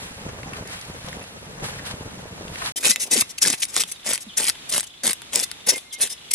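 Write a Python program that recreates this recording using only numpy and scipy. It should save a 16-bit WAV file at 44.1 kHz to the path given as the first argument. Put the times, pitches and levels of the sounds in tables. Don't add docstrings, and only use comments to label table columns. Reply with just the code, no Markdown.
import sys
import numpy as np
from scipy import signal
from scipy.fft import rfft, irfft, next_fast_len
from scipy.io import wavfile
from scipy.ndimage import uniform_filter1d, map_coordinates

SR = 44100
rng = np.random.default_rng(int(sys.argv[2]) if len(sys.argv) > 2 else 0)


def dump(signal):
    limited = np.clip(np.atleast_2d(signal).T, -1, 1)
    pcm = np.round(limited * 32767).astype(np.int16)
    wavfile.write(sys.argv[1], SR, pcm)


N = 279594
T = np.arange(N) / SR

FIRE_END, FISH_START = 2.721, 2.759
FLUTTER_S = .014
TOUCH_S, LEAVE_S = 0.0035, 0.004

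# frequency in Hz, side relative to middle in dB.
FIRE_WIDTH = [(60, -28), (110, -25), (200, -11), (380, -6.5), (700, -5.5), (1290, 1.5), (2380, 5.5),
              (4400, 7.5), (8120, 10), (15000, 3.5)]
# start in seconds, length in seconds,
# bite time constant in seconds, relative tearing level in dB, fade over the stroke in dB, relative flesh level in dB,
# body resonance in Hz, skid start after the stroke's start in seconds, skid length in seconds,
# relative skid level in dB, squeak in Hz.
STROKES = [(2.836, 0.087, 0.0097, -15, 4, -31, 507, 0.06, 0.019, -15.5, 8100),
           (3.117, 0.1, 0.013, -24, -4.5, -33, 267, -0.0062, 0.039, -18, 6850),
           (3.424, 0.128, 0.01, -17.5, 7.5, -34.5, 264, -0.0053, 0.016, -13, 6250),
           (3.741, 0.083, 0.019, -23.5, -5, -36, 428, 0.057, 0.017, -20.5, 5100),
           (4.059, 0.099, 0.012, -23, -1, -34.5, 546, 0.054, 0.011, -43, 8900),
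           (4.373, 0.13, 0.005, -21.5, 0, -35.5, 900, -0.00065, 0.011, -17, 7000),
           (4.717, 0.082, 0.0095, -21, 1, -35.5, 560, -0.024, 0.011, -25, 8760),
           (5.034, 0.084, 0.0024, -22.5, -1.5, -32.5, 230, 0.029, 0.01, -20, 7500),
           (5.333, 0.1, 0.01, -22, 6, -34, 520, 0.096, 0.014, -19, 4360),
           (5.668, 0.12, 0.0049, -25, 8.5, -34.5, 456, 0.017, 0.026, -13.5, 5200),
           (5.99, 0.09, 0.0083, -31.5, -2.5, -40.5, 510, 0.021, 0.03, -17, 9300)]
# frequency in Hz, relative level in dB.
TEAR = [(350, -19.5), (700, -15.5), (1300, -13), (2000, -4.5), (3000, -5), (4500, -3.5), (6500, -3.5),
        (8500, 1.5), (11000, 0.5), (12500, -12), (15500, -32)]


def undb(db):
    return 10 ** (np.asarray(db) / 20)


def unit(x):
    return x / np.sqrt(np.mean(x ** 2))


def along(points, hz):
    f, value = np.transpose(points)
    return np.interp(np.log(hz + 1), np.log(f), value)


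def over_time(points):
    return np.interp(T, *np.transpose(points))


def convolve(x, response):
    size = next_fast_len(N + response.shape[-1])
    return irfft(rfft(x, size) * rfft(response, size), size)[..., :N]


def colour(x, points, size=4096):
    hz = np.arange(size // 2 + 1) * SR / size
    cepstrum = irfft(np.log(undb(along(points, hz))))
    cepstrum[1:size // 2] *= 2
    cepstrum[size // 2 + 1:] = 0
    response = irfft(np.exp(rfft(cepstrum)))
    return convolve(x, response / np.linalg.norm(response))


def resonance(x, hz, q):
    b, a = signal.iirpeak(min(hz, .45 * SR), max(q, 1), fs=SR)
    return signal.lfilter(b, a, x) / np.sqrt(b[0])


def add(track, s, sound):
    start = int(np.clip(s * SR, 0, N))
    track[start:start + len(sound)] += sound[:N - start]


def walk(rate):
    k = max(int(SR / rate), 1)
    steps = np.repeat(rng.standard_normal(N // k + 1), k)[:N]
    return unit(uniform_filter1d(steps, k))


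def grains(rate, spread_db):
    size = undb(spread_db * np.clip(rng.standard_normal(N), -2, 2))
    happens = rng.random(N) < rate / SR
    return unit(happens * size * rng.choice([-1, 1], N))


def burst(decay_s, size=1024):
    x = rng.standard_normal(size) * np.exp(-T[:size] / decay_s)
    return x / np.abs(x).max()


def swell(t, rise_s, fall_s):
    return np.exp(np.minimum(t / rise_s, -t / fall_s))


def contact(t, length, rise_s, release_s):
    bite = 1 + np.tanh(t / rise_s)
    release = 1 - np.tanh((t - length) / release_s)
    return bite * release / 4


def flicker(x, every_s, octaves, depth_db, size=512):
    hz, s, cells = signal.stft(x, SR, nperseg=size)
    place = np.meshgrid(np.log2(1 + hz / 100) / octaves, s / every_s, indexing="ij")
    chance = map_coordinates(rng.standard_normal((32, 1024)), place, order=1, mode="mirror")
    gain = unit(undb(depth_db * chance))
    return signal.istft(cells * gain, SR, nperseg=size)[1][:N]


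def thumps(rows, cycles, sag, size=6000):
    out = np.zeros(N)
    for s, db, hz in rows:
        age = T[:size] * hz / cycles
        sinking_hz = hz * (1 - sag * np.tanh(age / 2))
        tone = np.sin(2 * np.pi * np.cumsum(sinking_hz) / SR)
        add(out, s, undb(db) * age * np.exp(1 - age) * tone)
    return out


def spread(mid, side, width):
    hz = np.arange(N // 2 + 1) * SR / N
    side = irfft(rfft(side) * undb(along(width, hz)), N)
    return np.array([mid + side, mid - side])


def surroundings(x, t60, wet_db, size=9000):
    envelope = undb(-60 * T[:size] / t60) * (1 - np.exp(-T[:size] / 0.0053))
    tail = rng.standard_normal((2, size)) * envelope
    return undb(wet_db) * convolve(x, tail / np.linalg.norm(tail[0]))


def moving(x, response, hop=2048):
    out, fade = np.zeros((2, N)), signal.get_window("hann", 2 * hop)
    x = np.pad(x, (0, 2 * hop))
    for first in range(int(FISH_START * SR) - hop, N, hop):
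        stretch = x[first:first + 2 * hop] * fade
        for track, ear in zip(out, response()):
            add(track, first / SR, signal.fftconvolve(stretch, ear))
    return out


def flames():
    # frequency in Hz, relative level in dB.
    flame_colour = [(15, -58), (25, -10.5), (86, 1), (184, 0), (357, -10), (460, -4), (779, -11.5),
                    (894, -11.5), (1480, -18), (3230, -29.5), (4160, -39.5), (6000, -29.5), (7800, -34.5),
                    (13200, -120)]
    # time in seconds, relative level in dB.
    blaze = [(0.0, -42), (0.19, -40.5), (0.25, -36), (0.59, -39.5), (0.61, -37), (0.8, -44.5), (0.92, -38),
             (1.47, -41.5), (1.55, -42.5), (1.63, -33.5), (1.68, -39), (2.7, -39.5)]
    # start in seconds, peak level in dB, starting pitch in Hz.
    puffs = [(.112, -30, 170), (.265, -22.5, 255), (.33, -33, 190), (.46, -30, 200), (0.61, -26, 176),
             (0.899, -25.5, 327), (1.045, -28, 155), (1.17, -26, 278), (1.625, -25, 433), (1.665, -31, 300),
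             (1.94, -23, 173), (2.009, -24.5, 314), (2.075, -27.5, 300), (2.174, -29, 260),
             (2.256, -25.5, 412), (2.41, -23.5, 480), (2.451, -26.5, 156), (2.517, -27.5, 127)]
    flutter = []
    for _ in range(2):
        roar = grains(260, 2.8) + 1.06 * rng.standard_normal(N)
        flutter.append(colour(flicker(roar, FLUTTER_S, .8, 3.5), flame_colour))
    flares = sum(undb(db - 19.5) * swell(T - s, 0.0042, 0.016) for s, db, _ in puffs)
    steady = undb(over_time(blaze) - 4) * unit(undb(2 * walk(60)))
    return spread(*flutter, FIRE_WIDTH) * np.hypot(steady, flares) + thumps(puffs, 0.24, 0.12)


def hiss():
    # frequency in Hz, relative level in dB.
    hiss_colour = [(400, -21.5), (700, 0.5), (1100, -2), (1700, -0.5), (2500, -3.5), (4000, -6),
                   (6300, -13.5), (10500, -11), (12500, -19.5), (15000, -38)]
    # peak in seconds, rise and fall time constants in seconds, relative level in dB.
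    surge_rows = [(.01, 0.057, 0.13, -41.5), (.57, 0.026, 0.026, -43), (.69, 0.012, 0.24, -46),
                  (.74, 0.038, .035, -44.5), (1.08, 0.07, 0.14, -46), (1.644, 0.011, 0.067, -34.5),
                  (1.79, 0.034, 0.027, -50), (1.866, 0.015, 0.04, -39), (1.912, 0.011, 0.0067, -39.5),
                  (2.08, 0.024, 0.043, -57), (2.676, 0.091, 0.037, -33)]
    gas = []
    for _ in range(2):
        breath = rng.standard_normal(N) + 0.24 * grains(500, 1.4)
        gas.append(colour(flicker(breath, FLUTTER_S, 0.516, 1.5), hiss_colour))
    surges = sum(undb(db) * swell(T - s, rise_s, fall_s) for s, rise_s, fall_s, db in surge_rows)
    steady = undb(-50.5 + .6 * walk(5.15))
    return spread(*gas, FIRE_WIDTH) * np.hypot(steady, surges) * undb(0.86 * walk(90))


def wood(size=16384):
    # start in seconds, relative level in dB, pitch in Hz.
    crack_rows = [(0.431, -29.5, 2620), (0.5338, -26, 2400), (0.674, -26, 8000), (0.8124, -25.5, 5760),
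                  (1.0637, -33, 9000), (1.085, -24, 3670), (1.091, -28, 7000), (1.128, -27, 1700),
                  (1.228, -34, 7550), (1.2393, -30.5, 2600), (1.5997, -33, 3000), (1.8514, -31, 4200),
                  (2.48, -31, 3000), (2.557, -26, 3000), (2.583, -30, 4000), (2.66, -20, 3500)]
    # middle in seconds, length in seconds, pitch in Hz,
    # relative level in dB.
    jets = [(.47, 0.18, 990, -60), (0.558, 0.075, 1270, -47.5), (0.704, 0.11, 1850, -52),
            (1.218, 0.018, 2400, -44), (1.794, 0.017, 1700, -42.5), (2.623, 0.009, 1250, -31.5)]
    out = undb(-60) * grains(160, 4.6)
    t = T[:size] - T[size // 2]
    for s, db, hz in crack_rows:
        split = burst(0.0006)
        add(out, s, undb(db + 2.5) * (0.67 * split + resonance(split, hz, 1.8)))
    for s, length, hz, db in jets:
        breath = resonance(rng.standard_normal(size), hz, 3.5)
        add(out, s + t[0], undb(db) * contact(t + length / 2, length, .002, .004) * breath)
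    out = colour(out, [(100, 8.0), (9000, -6.5), (11000, -0.5), (14000, -34)])
    return undb(-8.0) * out + surroundings(out, 0.0073, 1.5)


def fire():
    return flames() + hiss() + wood()


def air():
    # frequency in Hz, relative level in dB.
    air_colour = [(15, -25), (30, -14), (70, -5.5), (250, -6.5), (420, -10.5), (1000, -12), (1700, -13),
                  (2400, -10.5), (3500, -13), (4800, -19), (6500, -20), (10900, -22), (13000, -36),
                  (15000, -55)]
    # frequency in Hz, side relative to middle in dB.
    air_width = [(60, -18), (200, -5), (700, -1.5), (2400, 1.5), (4400, 7), (15000, 5)]
    noise = colour(rng.standard_normal((2, N)), air_colour)
    return undb(-49.5 + 2 * walk(5.4)) * spread(*noise, air_width)


def slides(size=12000):
    # middle in seconds,
    # length in seconds, relative level in dB, squeak in Hz, squeak strength as a gain, squeak Q.
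    slide_rows = [(2.776, 0.027, -22.5, 3100, 0.45, 85), (2.934, 0.016, -29, 4500, 0.67, 2),
                  (3.021, 0.045, -22.5, 6140, 0.22, 20), (3.07, 0.013, -33, 6120, 0.33, 20),
                  (3.305, 0.028, -35, 6020, 0.41, 20), (3.385, 0.0036, -18.5, 2760, 1, 2.4),
                  (3.583, 0.017, -37, 5000, 0.62, 2), (3.607, .016, -29, 9500, 0.46, 2.5),
                  (3.629, 0.015, -17.5, 3060, 1, 2.1), (3.641, 0.015, -26, 6000, .3, 2),
                  (3.697, 0.029, -38, 7500, 0.45, 4.3), (3.892, 0.031, -35.5, 7000, .3, 2),
                  (3.92, 0.01, -26.5, 9900, 0.73, 2.2), (4.22, 0.029, -35, 6500, .2, 4),
                  (4.84, .012, -34, 9000, .3, 3), (4.873, 0.0058, -34.5, 6760, 0.62, 6.4),
                  (5.671, 0.0074, -19, 10200, 0.28, 4), (5.939, 0.024, -30.5, 6100, 0.31, 50),
                  (6.055, .016, -31, 3200, 0.87, 3), (6.117, 0.039, -30, 5230, 0.34, 19),
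                  (6.315, 0.0065, -14.5, 5470, 0.28, 12), (6.34, 0.0071, -11, 8400, 0.28, 5)]
    # frequency in Hz, relative level in dB.
    rasp_colour = [(300, -21), (550, -17), (1300, -20), (2000, -8.5), (2800, -9), (3700, -6.5),
                   (5500, -2.5), (7000, -1), (9000, 2), (11000, 2.5), (12500, -9), (15500, -28)]
    grit_share = .55
    t = T[:size] - T[size // 2]
    brush_db = -44 - 17.5 * np.maximum(T - FISH_START, 0) + 9.5 * walk(40)
    out = rng.standard_normal(N) * undb(brush_db)
    grit = np.sqrt(1 - grit_share) * rng.standard_normal(N) + np.sqrt(grit_share) * grains(6000, 3.5)

    def skim(length, db, squeak_hz, squeak=0.58, q=4):
        friction = np.roll(grit, rng.integers(N))[:size]
        rasp = 1.054 * friction + squeak * resonance(rng.standard_normal(size), squeak_hz, q)
        return undb(db) * contact(t + length / 2, length, TOUCH_S, LEAVE_S) * rasp

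    for start, length, *_, skid_after, skid_length, skid_db, squeak_hz in STROKES:
        add(out, start + skid_after + skid_length / 2 + t[0], skim(skid_length, skid_db, squeak_hz))
        trail = undb(-42) * swell(t, TOUCH_S, 0.053) * rng.standard_normal(size)
        add(out, start + length + t[0], trail)
    for s, *slide in slide_rows:
        add(out, s + t[0], skim(*slide))
    return colour(out * undb(0.56 * walk(350)), rasp_colour)


def pushes(size=12000):
    # middle in seconds, length in seconds,
    # relative level in dB.
    drags = [(2.788, 0.074, -43), (3.021, 0.15, -47), (6.122, 0.023, -47)]
    # frequency in Hz, relative level in dB.
    flesh_colour = [(60, -16), (130, -11.5), (220, 1.5), (330, -1), (500, 0.5), (750, -4), (1100, -8),
                    (1600, -22), (3000, -21)]
    tear, flesh = np.zeros((2, N))
    rows = unit(undb(2.3 * walk(400)))
    ticks = unit(sum(resonance(grains(49, 3), hz, 4) for hz in np.geomspace(1600, 11000, 9)))
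    ripping = rows * (.8 * grains(1500, 5.5) + .4 * rng.standard_normal(N) + 0.34 * ticks)
    ripping = flicker(ripping, .01, .6, 2.5, size=256)
    tugs = rows * grains(600, 4.4)
    drumming = colour(tugs, flesh_colour)
    t = T[:size] - T[size // 4]
    for start, length, bite_s, db, fade_db, flesh_db, body_hz, *_ in STROKES:
        first = int((start + t[0]) * SR)
        now = np.arange(first, first + size) % N
        press = contact(t, length, bite_s, .007)
        way = np.clip(t / length, 0, 1)
        body = .8 * drumming[now] + .42 * resonance(tugs[now], body_hz, 3.5)
        arch_db = flesh_db - 24 * (way - 0.28) ** 2
        add(tear, start + t[0], press * undb(db - fade_db * way) * ripping[now])
        add(flesh, start + t[0], press * undb(arch_db) * body)
    dragging = sum(undb(db) * contact(T - s + length / 2, length, TOUCH_S, LEAVE_S) for s, length, db in drags)
    return colour(tear, TEAR), flesh + dragging * drumming


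def blade(x, size=8000):
    # nominal pitch in Hz, relative level in dB,
    # 60 dB decay in seconds before the grip's damping.
    mode_rows = [(2015, 3, 0.15), (2140, -3.5, 0.2), (2640, 6.5, 0.082), (3584, 8, 0.052), (3840, 5, 0.12),
                 (4780, -4.5, 0.026), (5160, 0.5, 0.12), (5635, 6, 0.035), (6090, -1.5, 0.11),
                 (6810, -6.5, 0.035), (7330, -4, 0.05), (8850, 2, 0.046), (8950, 1, 0.011),
                 (9410, -4, 0.033)]
    grip_detune, grip_damp_s = 0.0057, 0.14
    t = T[:size]
    hz = np.array(mode_rows)[:, :1]
    decays = np.array([undb(db - 60 * t / t60) / np.sqrt(t60) for _, db, t60 in mode_rows])
    decays *= np.exp(-t / grip_damp_s)
    decays *= np.sqrt(2) / np.linalg.norm(decays)

    def touch():
        modes = decays * np.exp(2j * np.pi * t * hz * (1 + grip_detune * rng.standard_normal(hz.shape)))
        strength = undb(1.5 * rng.standard_normal(len(mode_rows)))
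        phase = np.exp(2j * np.pi * rng.random((2, len(mode_rows))))
        return (strength * phase @ modes).imag

    return moving(x, touch)


def snaps():
    # start in seconds, relative level in dB,
    # knock relative to that in dB (both before colouring), pitch in Hz.
    snap_rows = [(2.8585, -1, -22, 4000), (2.8794, -3, -22, 8900), (2.96, -3, -17.5, 1820),
                 (3.136, -3, -30, 7000), (3.1446, -3.5, -29, 7050), (3.1657, -5, -19, 5000),
                 (3.171, -2, -24, 3800), (3.1874, -1.5, -24, 4530), (3.2212, -3.5, -7, 10800),
                 (3.4387, -4.5, -14, 6000), (3.4757, 3, -14, 6060), (3.4818, 0.5, -19, 7950),
                 (3.5015, -1, -28, 6500), (3.5363, -12.5, 3.5, 3000), (3.6208, -11, -22, 2700),
                 (3.6325, -1, -35, 3000), (3.653, -11, -29, 8500), (3.765, 3.5, -12.5, 6800),
                 (3.805, -4.5, -26, 7000), (3.813, -3, -35, 7000), (3.8198, -5, -26, 4480),
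                 (3.8367, -2.5, -21, 3560), (4.133, -2.5, -27, 8890), (4.1355, -3, -13, 8890),
                 (4.178, -11.5, -14.5, 2200), (4.4365, -14, -25, 6000), (4.443, -2.5, -25, 8760),
                 (4.469, -6, -23, 5700), (4.4748, -4, -16, 5000), (4.4928, -1, -28, 8350),
                 (4.498, 0.5, -13.5, 4600), (4.555, -27, 2, 1800), (4.7245, -5, -31, 8500),
                 (4.741, -11, -24, 4500), (4.7461, -5.5, -17, 5500), (4.78, 1, -9.5, 10500),
                 (4.797, -8.5, -17, 6000), (4.807, -5, -23, 7500), (4.8304, -11.5, -12, 3200),
                 (5.068, -1.5, -26, 8000), (5.0765, -3, -26, 7000), (5.0902, -9, -23, 9000),
                 (5.0968, -6, -10, 4000), (5.1207, -10, -19, 10500), (5.1318, -4.5, -20, 10500),
                 (5.219, -16.5, -6.5, 3360), (5.3438, -11, -24, 6000), (5.357, 0.5, -30, 5170),
                 (5.3587, 4.5, -26, 6940), (5.393, -5, -22, 9000), (5.3994, 0, -30, 5710),
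                 (5.44, -6, -29, 4400), (5.5151, -8.5, -12.5, 3200)]
    # frequency in Hz, relative level in dB.
    knock_colour = [(40, -25), (110, -2.5), (400, -6.5), (1700, -2.5), (3000, -4), (7000, -45)]
    crack, knock = np.zeros((2, N))
    for s, db, knock_db, hz in snap_rows:
        flick = .4 * burst(.0005) + signal.unit_impulse(1024)
        add(crack, s, undb(db) * (flick + 0.48 * resonance(flick, hz, 3.1)))
        add(knock, s, undb(db + knock_db) * burst(0.0028))
    return undb(1) * colour(crack, TEAR) + undb(-4.5) * colour(knock, knock_colour)


def rings(size=12000):
    # middle in seconds, length in seconds, pitch in Hz, relative level in dB.
    ring_rows = [(2.9, .03, 2150, -41), (3.128, 0.03, 2000, -34.5), (3.168, 0.041, 2120, -28.5),
                 (5.725, 0.032, 5350, -33), (5.758, .025, 2113, -28.5), (5.875, 0.06, 2110, -56),
                 (5.945, 0.024, 6050, -39), (5.955, 0.05, 2130, -39.5), (6.326, 0.012, 2130, -33)]
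    out, t = np.zeros(N), T[:size] - T[size // 2]
    for s, length, hz, db in ring_rows:
        rub = contact(t + length / 2, length, 0.0082, 0.01)
        add(out, s + t[0], undb(db) * rub * np.sin(2 * np.pi * hz * t))
    return out


def slaps():
    # start in seconds, relative level in dB, starting pitch in Hz.
    slap_rows = [(2.89, -30, 285), (3.156, -22, 574), (3.172, -26, 302), (3.443, -31.5, 243),
                 (3.838, -45, 236), (4.265, -34, 273), (5.055, -39.5, 201)]
    return thumps(slap_rows, 2.1, .33)


def ground(x, size=512):
    shape = np.exp(-T[:size] / 0.0033) * (1 - np.exp(-T[:size] / 0.000083))
    return moving(x, lambda: rng.standard_normal((2, size)) * shape / np.linalg.norm(shape))


def scaling():
    # time in seconds, gain in dB.
    freedom = [(2.76, 0), (3.3, -2), (3.38, -7), (5.4, -5), (5.67, 0), (6.3, -1)]
    # frequency in Hz, relative level in dB.
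    scatter_colour = [(150, -9), (400, -6), (1000, 0), (15000, 0)]
    # frequency in Hz, left minus right in dB.
    port_db = [(200, -1), (500, 1), (1100, -2.5), (2200, -4.5), (3200, -2.5), (4500, 4.5), (8000, 4.5),
               (13000, -2.5)]
    # frequency in Hz, radians by which left leads.
    port_phase = [(200, 0), (500, .05), (1000, 0.18), (2100, 0.41), (3400, 1.0), (5700, 0.76), (7200, -1.7),
                  (8800, -2.2), (12000, -2.06)]
    tear, flesh = pushes()
    rasp, snap = slides(), snaps()
    strike = undb(-7) * rasp + undb(-10.5) * (tear + snap)
    steel = blade(undb(over_time(freedom)) * strike)
    near = tear + flesh + undb(-1.5) * rasp + snap + slaps() + rings()
    scatter = undb(-3.5) * ground(colour(near, scatter_colour))
    hz = np.arange(N // 2 + 1) * SR / N
    ears = np.array([[.5], [-.5]])
    direct = rfft(near) * np.exp(1j * ears * along(port_phase, hz))
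    heard = irfft((direct + rfft(steel + scatter)) * undb(ears * along(port_db, hz)), N)
    return undb(-1.5) * heard + surroundings(near, 0.12, -24.0)


def chirps(count=12):
    # start in seconds, relative level in dB, middle of the first tick after the start in seconds,
    # tick sweep in octaves.
    phrases = [(3.749, -38, .035, 1.2), (4.285, -36.5, .055, .9), (4.821, -40, .049, .8),
               (5.366, -40.5, .029, 1), (5.907, -38, .058, 1.2)]
    # frequency in Hz, relative level in dB.
    haze_colour = [(1800, -44), (2500, -2), (3000, -12), (3600, 4), (4200, -5), (4900, -45)]
    tick_s, tick_hz, tick_every_s = .024, 3400, .0357
    out = np.zeros(N)

    def note(length, from_hz, to_hz, hoarse, sharpness, bend=1):
        way = np.linspace(0, 1, int(length * SR))
        glide = from_hz * (to_hz / from_hz) ** (1 - (1 - way) ** bend)
        hz = glide * (1 + 0.025 * rng.standard_normal())
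        wobble = hoarse * np.cumsum(rng.standard_normal(4096))[:len(way)]
        return np.sin(np.pi * way) ** sharpness * np.sin(2 * np.pi * np.cumsum(hz) / SR + wobble)

    for s, db, after, octaves in phrases:
        add(out, s - .005, undb(db + 1.5) * note(.04, 4500, 2980, .07, 1, bend=2.5))
        sweep = 2 ** (octaves / 2)
        for k in range(count):
            late, louder = rng.standard_normal(2)
            tick = note(tick_s, tick_hz / sweep, tick_hz * sweep, .16, 4)
            start = s + after - tick_s / 2 + k * tick_every_s + .001 * late
            add(out, start, undb(db + .3 + 1.5 * louder) * tick)
    entry = np.clip((T - 3.75) / .1, 0, 1)
    haze = undb(-55.5 + 1.5 * walk(30)) * colour(rng.standard_normal((2, N)), haze_colour) * entry
    return .7 * out + surroundings(out, .15, -4) + haze


def scene():
    fish = scaling() + chirps() + air()
    return fire() * (T < FIRE_END) + fish * (T > FISH_START)


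def record(dry):
    top_cut = signal.ellip(8, .2, 70, 15600, fs=SR, output="sos")
    return signal.sosfilt(top_cut, np.clip(dry, -1, 1))


dry = scene()
out = record(dry)
dump(out)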